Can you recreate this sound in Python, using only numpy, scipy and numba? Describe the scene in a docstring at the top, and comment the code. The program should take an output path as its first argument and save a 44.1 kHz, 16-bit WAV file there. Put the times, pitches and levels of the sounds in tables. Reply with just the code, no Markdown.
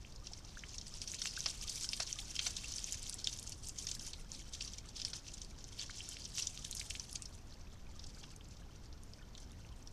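"""A raccoon paws at the jet of a garden rock fountain. From the start the jet burbles over far traffic,
thrown water patters on stone and leaves, air pockets pop with a rising chirp and big bubbles ring softly.
Gobs land as splats; from about one second the spray thickens and a paw now and then slaps the wet rock.
Near three seconds fine drops begin to tick on stone. Showers come and go, and after seven seconds
the spray thins to scattered drops while the jet burbles on."""
import sys
import numpy as np
from scipy import signal
from scipy.fft import rfft, irfft
from scipy.io import wavfile
from scipy.ndimage import uniform_filter1d
from numba import njit

SR = 44100
rng = np.random.default_rng(int(sys.argv[2]) if len(sys.argv) > 2 else 0)


def bounce(signal):
    """Save signal as a 16-bit WAV file at the path given by the first command-line argument."""
    frames = np.transpose(np.atleast_2d(signal))
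    limited = np.clip(frames, -1, 1)
    pcm = np.round(limited * 32767).astype(np.int16)
    wavfile.write(sys.argv[1], SR, pcm)


N = 437472

# spectrum of the background noise: (frequency [Hz], relative level [dB])
YARD_SPECTRUM = [(9, -29.5), (15, 0.5), (33, 1.5), (87, -5), (250, -17), (490, -24.5), (730, -27),
                 (2100, -36.5), (6000, -43.5), (10000, -51.5), (14500, -48.5)]
# steady fall of thrown water: (time [s], level [dB], treble lift from fine spray [dB])
STEADY_FALL = [(0, -63, -2), (0.19, -69, 0), (0.3, -60.5, -2), (1.0, -54.5, 4.5), (1.4, -49.5, 4),
               (1.8, -49, 6.5), (2.3, -50.5, 5.5), (3.1, -52, 3.5), (3.2, -57, 2.5), (3.7, -60, 10),
               (4.25, -64.5, 4), (4.9, -62.5, 2), (5.6, -62, 3), (6.0, -51.5, -2), (6.35, -56.5, 5),
               (6.8, -54, 7), (7.3, -63, 7.5), (7.7, -70, -6), (8.2, -62.5, 5), (8.4, -67.5, -4),
               (9.92, -68.5, 4)]
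# sheets of water flung by a paw: (peak time [s], level [dB], decay time [s])
FLUNG_SHEETS = [(0.27, -58, .06), (1.27, -54, 0.027), (1.38, -52.5, 0.19), (1.83, -41.5, 0.022),
                (2.41, -45.5, 0.51), (3.27, -45.5, 0.094), (3.5, -51, 0.037), (3.8, -47.5, 0.036),
                (3.89, -44.5, 0.052), (4.05, -51.5, 0.12), (4.32, -53.5, 0.16), (4.541, -49.5, 0.15),
                (4.62, -52, 0.063), (4.98, -46, 0.091), (5.06, -54, 0.046), (5.165, -48, 0.025),
                (5.275, -47, 0.043), (5.42, -57, 0.088), (5.809, -43, 0.029), (6.09, -51, 0.044),
                (6.393, -38, 0.052), (6.9, -49, 0.041), (7.15, -55, 0.047), (8.25, -58, 0.03),
                (9.39, -63.5, .06)]
# the microphone's colouring of the water, ringing near 3.3 and 5.9 kHz: (frequency [Hz], gain [dB])
MIC_COLOUR = [(410, -25), (700, -25.5), (1130, -12.5), (1580, -14), (1880, -13.5), (3290, -3), (4030, -3),
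              (5890, 2.5), (9070, -13.5), (12300, -30), (14000, -32), (14500, -60)]
# air pockets closing: (time [s], peak level [dB], pitch at the peak [Hz], climb [octaves])
AIR_POCKETS = [(0.048, -46, 2500, 0.63), (0.314, -56, 760, 0.41), (0.571, -43.5, 1480, 0.4),
               (0.636, -39, 2030, 1.03), (1.137, -40.5, 2400, 1.3), (1.2558, -29.5, 2610, 2.6),
               (1.3747, -38, 1496, 0.2), (1.9322, -28, 3160, 1.24), (2.1877, -40, 3430, 1.5),
               (2.3918, -24, 3270, 0.71), (2.942, -44.5, 2350, 1.9), (3.2724, -30.5, 3370, 1.4),
               (4.6088, -35, 3000, 0.61), (5.132, -43, 3500, 1), (5.2664, -47, 3120, 1.3),
               (5.895, -43, 1470, 1), (6.005, -37, 2840, 0.37), (6.168, -39, 2790, 1.5),
               (6.3816, -32, 3220, 2.2), (6.575, -36, 3700, 1.4), (6.813, -38, 2300, 0.72),
               (6.9068, -33.5, 2900, 1.05), (6.9517, -36.5, 2640, 1.14), (7.524, -47, 3930, .3),
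               (8.409, -49, 2960, 0.5), (8.928, -46.5, 4280, 0.74), (9.648, -52.5, 2600, .3)]
# big bubbles in the basin: (time [s], peak level [dB])
BASIN_BUBBLES = [(0.222, -60), (0.92, -62), (1.645, -57), (2.158, -57), (2.64, -63), (4.85, -62),
                 (6.585, -60), (7.955, -61)]
# gobs landing: (time [s], nominal level [dB], pitch [Hz], droplets relative to that level [dB])
GOBS = [(0.27, -26.5, 5730, -18.5), (0.334, -32, 5600, -11), (0.743, -35, 6050, -10.5),
        (0.782, -29.5, 6100, -10), (0.8131, -32, 5450, -12), (0.94, -30, 5130, -30),
        (1.0165, -27.5, 4700, -16), (1.076, -27.5, 5500, -11), (1.1446, -27.5, 6800, -15),
        (1.218, -20.5, 5400, -13.5), (1.27, -24, 5810, -9.5), (1.441, -27, 5600, -18),
        (1.3657, -28, 5060, -10), (1.4054, -18, 6100, -30), (1.46, -24.5, 4670, -8),
        (1.6127, -28.5, 5230, -31), (1.8445, -28, 5360, -8), (1.8903, -18, 5300, -27),
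        (1.933, -24, 4730, -14.5), (2.0018, -25.5, 5800, -4), (2.1281, -17, 6300, -36),
        (2.1885, -31.5, 3580, -14.5), (2.363, -27, 5050, -13.5), (2.3934, -24.5, 3070, -14.5),
        (2.465, -31, 5280, 0), (2.567, -25, 6030, -9.5), (2.7385, -23, 5970, -23),
        (2.783, -23.5, 4730, -30), (2.8427, -19.5, 6600, -28), (2.9238, -20, 7060, -23.5),
        (3.127, -27, 6940, -17.5), (3.244, -19, 5240, -20), (3.272, -17.5, 3600, -30),
        (3.3278, -26.5, 5800, -13), (3.3889, -29, 6800, -21), (3.475, -24.5, 6350, -26),
        (3.5214, -26.5, 6040, -15), (3.6714, -28.5, 7350, -33), (3.6934, -26, 7260, -22),
        (3.787, -23, 6160, -14.5), (3.8692, -22, 5490, -13), (3.9147, -21.5, 6700, -19),
        (3.9955, -27.5, 5550, -16.5), (4.077, -27.5, 5740, -24), (4.134, -29.5, 3900, -18.5),
        (4.3179, -22, 6060, -29), (4.6091, -31.5, 5450, -6.5), (4.678, -31, 5500, -10.5),
        (4.735, -29, 5600, -24), (4.783, -30.5, 6740, -16), (4.999, -32.5, 4440, -13),
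        (5.017, -27, 5000, -12.5), (5.0496, -16.5, 5200, -21.5), (5.134, -29.5, 4480, -10.5),
        (5.281, -36, 5850, -7), (5.379, -34, 6240, -19), (5.417, -27, 6200, -18.5), (5.642, -28, 6000, -21),
        (6.2547, -27.5, 5130, -17.5), (6.375, -21, 5700, -26), (6.3828, -25, 6270, -20),
        (6.427, -30, 6000, -10), (6.471, -19, 6360, -15.5), (6.6473, -30, 6370, -9),
        (6.7275, -28, 3800, -25), (6.769, -24.5, 6580, -17), (6.7976, -26, 6600, -15.5),
        (6.905, -40, 5530, -7), (6.9972, -21.5, 5440, -20.5), (7.094, -41.5, 7400, -12.5),
        (7.1559, -28, 5780, -5.5), (7.222, -26.5, 8500, -30), (7.255, -43, 6500, -5),
        (7.9935, -40.5, 5960, -8.5), (8.0407, -35, 5930, -12), (8.237, -43, 3140, -9),
        (9.1355, -35.5, 4770, -25), (9.351, -38, 3650, -24), (9.3784, -41.5, 5840, -4),
        (9.874, -33, 5060, -26)]
# paws striking wet rock: (time [s], peak level [dB])
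PAW_BLOWS = [(1.254, -44), (1.459, -35), (1.999, -36), (2.464, -40), (5.132, -46)]
# fine drops bursting on stone: (time [s], nominal level [dB])
FINE_DROPS = [(2.9103, -41), (2.9288, -30), (2.9941, -42), (3.0288, -33.5), (3.0955, -29.5), (3.142, -33.5),
              (3.3378, -39), (3.374, -39), (3.396, -35), (3.4282, -36), (3.494, -39), (3.6857, -33),
              (3.9504, -37), (4.0644, -39), (5.3348, -46.5), (5.9569, -48), (6.0888, -34), (6.2766, -46),
              (6.6804, -50), (6.7112, -29.5), (6.7502, -31.5), (7.1112, -41), (7.1284, -36), (8.317, -51),
              (8.3623, -43.5), (8.4855, -52), (9.0344, -50), (9.4015, -50), (9.5173, -51)]


def undb(db):
    return 10 ** (np.asarray(db) / 20)


def level(x, db):
    return x * undb(db) / np.sqrt(np.mean(x ** 2))


def outline(points, hz):
    """Interpolation of a spectrum in dB over log frequency."""
    corner_hz, db = np.transpose(points)
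    return np.interp(np.log(hz), np.log(corner_hz), db)


def colour(x, points):
    """Minimum-phase filtering: folding the cepstrum makes the given spectrum a causal response."""
    cepstrum = irfft(np.log(undb(outline(points, np.arange(1, 4098) * SR / 8192))))
    cepstrum[1:4096] *= 2
    cepstrum[4097:] = 0
    return signal.fftconvolve(x, irfft(np.exp(rfft(cepstrum))))[:N]


def wander(rate_hz):
    """Random modulation: held values, smoothed twice, of unit deviation."""
    hold = int(SR / rate_hz)
    steps = np.repeat(rng.standard_normal(N // hold + 1), hold)
    smooth = uniform_filter1d(uniform_filter1d(steps, hold), hold)[:N]
    return smooth / np.std(smooth)


@njit
def ring(times, hz, cycles, octaves, peak, sharpness):
    """Damped oscillators: each peaks at hz after cycles / 3 periods and climbs `octaves` in twice that."""
    out = np.zeros(N)
    for g in range(len(times)):
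        rise = cycles[g] / hz[g] * SR / 3
        start, phase = int(times[g] * SR), 0.
        for i in range(min(int(8 * rise), N - start)):
            age = i / rise
            pitch = hz[g] * 2 ** (octaves[g] * (min(age, 2.2) - 1) / 2)
            phase += min(pitch / SR, .45)
            envelope = (age * np.exp(1 - age)) ** sharpness
            out[start + i] += peak[g] * envelope * np.sin(2 * np.pi * phase)
    return out


def droplets(times, hz, peak_db, cycles, octaves, length_scatter, climb_scatter):
    """Impact excitation: each droplet rings briefly, with its own length and climb."""
    cycles = cycles * np.exp(.5 * np.clip(length_scatter, -2, 2))
    octaves = octaves * (1 + .79 * climb_scatter)
    grains = np.broadcast_arrays(times, hz, cycles, octaves, undb(peak_db))
    return ring(*[column.flatten() for column in grains], sharpness=.89)


def yard():
    """Broadband noise: far traffic rumbles below, the microphone's self-noise hisses above."""
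    return level(colour(rng.standard_normal(N), YARD_SPECTRUM), db=-52)


def burble():
    """Bubble resonance: the jet falls back on its rock in fits of low bubbles and brighter drips."""
    position, height, size, length = rng.random((1800, 4)).T
    times = position * N / SR
    hz = 750 * 2 ** (3 * height ** .9)
    fits_db = 3.1 * wander(14)[(times * SR).astype(int)]
    peak_db = -72 + 2 * height - (2.5 + 3.5 * height ** 2) * np.log(size + .028) + fits_db
    return ring(times, hz, 5 + 11 * length ** 2, .3 * length * height, undb(peak_db), sharpness=1.)


def flow_db(t, rise_s=.023):
    """Incoherent sources add in power: the steady fall plus sheets of water that swell and fade."""
    times, steady_db, _ = np.transpose(STEADY_FALL)
    power = undb(np.interp(t, times, steady_db)) ** 2
    for peak_s, peak_db, decay_s in FLUNG_SHEETS:
        envelope = np.exp(-np.where(t < peak_s, (peak_s - t) / rise_s, (t - peak_s) / decay_s))
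        power += (undb(peak_db) * envelope) ** 2
    return 10 * np.log10(power)


def mist_db(t):
    """Smaller drops radiate higher frequencies: the treble lift of fine spray at time t."""
    times, _, lift_db = np.transpose(STEADY_FALL)
    return np.interp(t, times, lift_db)


def spray(count=18000):
    """Superposition of random impacts: clumps of droplets patter over a smoother hiss."""
    t = np.arange(N) / SR
    position, height, size = rng.random((count, 3)).T
    times, hz = position * N / SR, 1500 + 12200 * height
    # coarse, middling and fine drops clump partly together; the finest come and go most
    shared = wander(70)
    clump_db = np.array([depth_db * np.tanh(.8 * shared + .3 * wander(40)) for depth_db in (7, 7, 9.5)])
    grade = np.searchsorted([4200, 7500], hz)
    # small drops ring high and short, so equal energy needs more amplitude
    peak_db = 10 * np.log10(hz) - 2.97 * np.log(size + .0047)
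    peak_db += clump_db[grade, (times * SR).astype(int)]
    patter = droplets(times, hz, peak_db, 2.5 + hz / 3000, .12, *rng.standard_normal((count, 2)).T)
    hiss = undb(.45 * clump_db[1]) * rng.standard_normal(N)
    water = colour(level(patter, 0) + level(hiss, -2.7), MIC_COLOUR)
    treble = signal.sosfilt(signal.butter(2, 7500, "high", fs=SR, output="sos"), water)
    return undb(flow_db(t)) * (water + (undb(mist_db(t)) - 1) * treble) / np.std(water)


def pops():
    """Resonance rises as a cavity shrinks: each air pocket chirps upward for a few cycles."""
    times, peak_db, hz, octaves = np.transpose(AIR_POCKETS)
    return ring(times, hz, np.full(len(times), 9.), octaves, undb(peak_db), sharpness=1.35)


def glugs(hz=1204, cycles=17, octaves=.05):
    """Radius sets a bubble's resonance: big bubbles of like size ring on one nearly steady note."""
    times, peak_db = np.transpose(BASIN_BUBBLES)
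    alike = np.ones(len(times))
    return ring(times, hz * alike, cycles * alike, octaves * alike, undb(peak_db), sharpness=1.)


def small_gobs(count=80):
    """Random arrivals: rows as in GOBS for lesser gobs, louder where the spray is heavy."""
    times = rng.random(count) * (N / SR - .1)
    size, tone = rng.standard_normal((count, 2)).T
    gob_db = flow_db(times) + 13 + 3 * size
    return np.transpose([times, gob_db, 6400 * np.exp(.18 * tone), np.full(count, -10.5)])


def splats(strike_below_db=4):
    """Impact and break-up: a gob, led by a few droplets, strikes with a tick and shatters."""
    times, gob_db, hz, shatter_db = np.vstack([GOBS, small_gobs()]).T[:, :, None]
    timing, tone, size, length = np.moveaxis(rng.standard_normal((len(times), 30, 4)), 2, 0)
    fragment = np.arange(30) > 0  # grain 0 is the strike itself
    gap = np.abs(timing) * fragment
    onsets = times + np.where(timing < -.8, -.0015, .006) * gap
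    pitch = np.clip(hz * np.exp(.455 * tone * fragment), 900, 13000)
    # the strike sounds a few dB below the gob's nominal level
    strike_db = gob_db - strike_below_db - outline(MIC_COLOUR, hz)
    fragment_db = shatter_db + strike_below_db - 4 * gap + 3 * np.clip(size, -2, 2)
    fragment_db += (1.6 + mist_db(times)) * (pitch > 7500)
    burst = droplets(onsets, pitch, strike_db + fragment_db * fragment, 4.16, .14, length * fragment, size)
    # first contact rings an octave higher, crisper when the spray is fine
    tick_db = strike_db - 6 + .66 * mist_db(times) + 1.6 * length[:, :1]
    tick = droplets(times, 2 * hz, tick_db, cycles=4.2, octaves=0., length_scatter=0, climb_scatter=0)
    return colour(burst + tick, MIC_COLOUR)


def slaps(front_s=.0056, tail_s=.018):
    """Damped impact: a paw on wet rock gives a hollow noise burst with a quick front and a slower tail."""
    out, t = np.zeros(N), np.arange(3000) / SR
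    band = signal.butter(3, (480, 2400), "band", fs=SR, output="sos")
    envelope = np.exp(-t / front_s) + .99 * np.exp(-t / tail_s)
    for start_s, peak_db in PAW_BLOWS:
        blow = signal.sosfilt(band, rng.standard_normal(len(t)) * envelope)
        out[int(start_s * SR):][:len(t)] += undb(peak_db) * blow / np.abs(blow).max()
    return out


def ticks():
    """Fragmentation: a fine drop bursts into six droplets within a millisecond or two, a bright snap."""
    times, drop_db = np.array(FINE_DROPS).T[:, :, None]
    timing, tone, length, climb = np.moveaxis(rng.standard_normal((len(times), 6, 4)), 2, 0)
    hz = np.clip(7800 * np.exp(.26 * tone), 4000, 10500)
    return droplets(times + .0008 * np.abs(timing), hz, drop_db - 4, 4.5, .1, length, climb)


def reflections(x, decay_s=.011, echo_db=-10.5):
    """Scattering: nearby rocks, fence and leaves add a short diffuse tail to the direct sound."""
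    t = np.arange(4000) / SR
    scatter = rng.standard_normal(len(t)) * np.exp(-t / decay_s) * (t > .001)
    return x + undb(echo_db) * signal.fftconvolve(x, scatter / np.linalg.norm(scatter))[:N]


def scene():
    """Linear superposition: the water, its reflections and the background sum in one channel."""
    water = spray() + splats() + ticks() + pops() + glugs() + slaps() + burble()
    return (reflections(water) + yard())[None]


def record(dry):
    """Band limiting: an elliptic low-pass cuts steeply above 13950 Hz."""
    return signal.sosfilt(signal.ellip(10, .2, 80, 13950, fs=SR, output="sos"), dry)


dry = scene()
out = record(dry)
bounce(out)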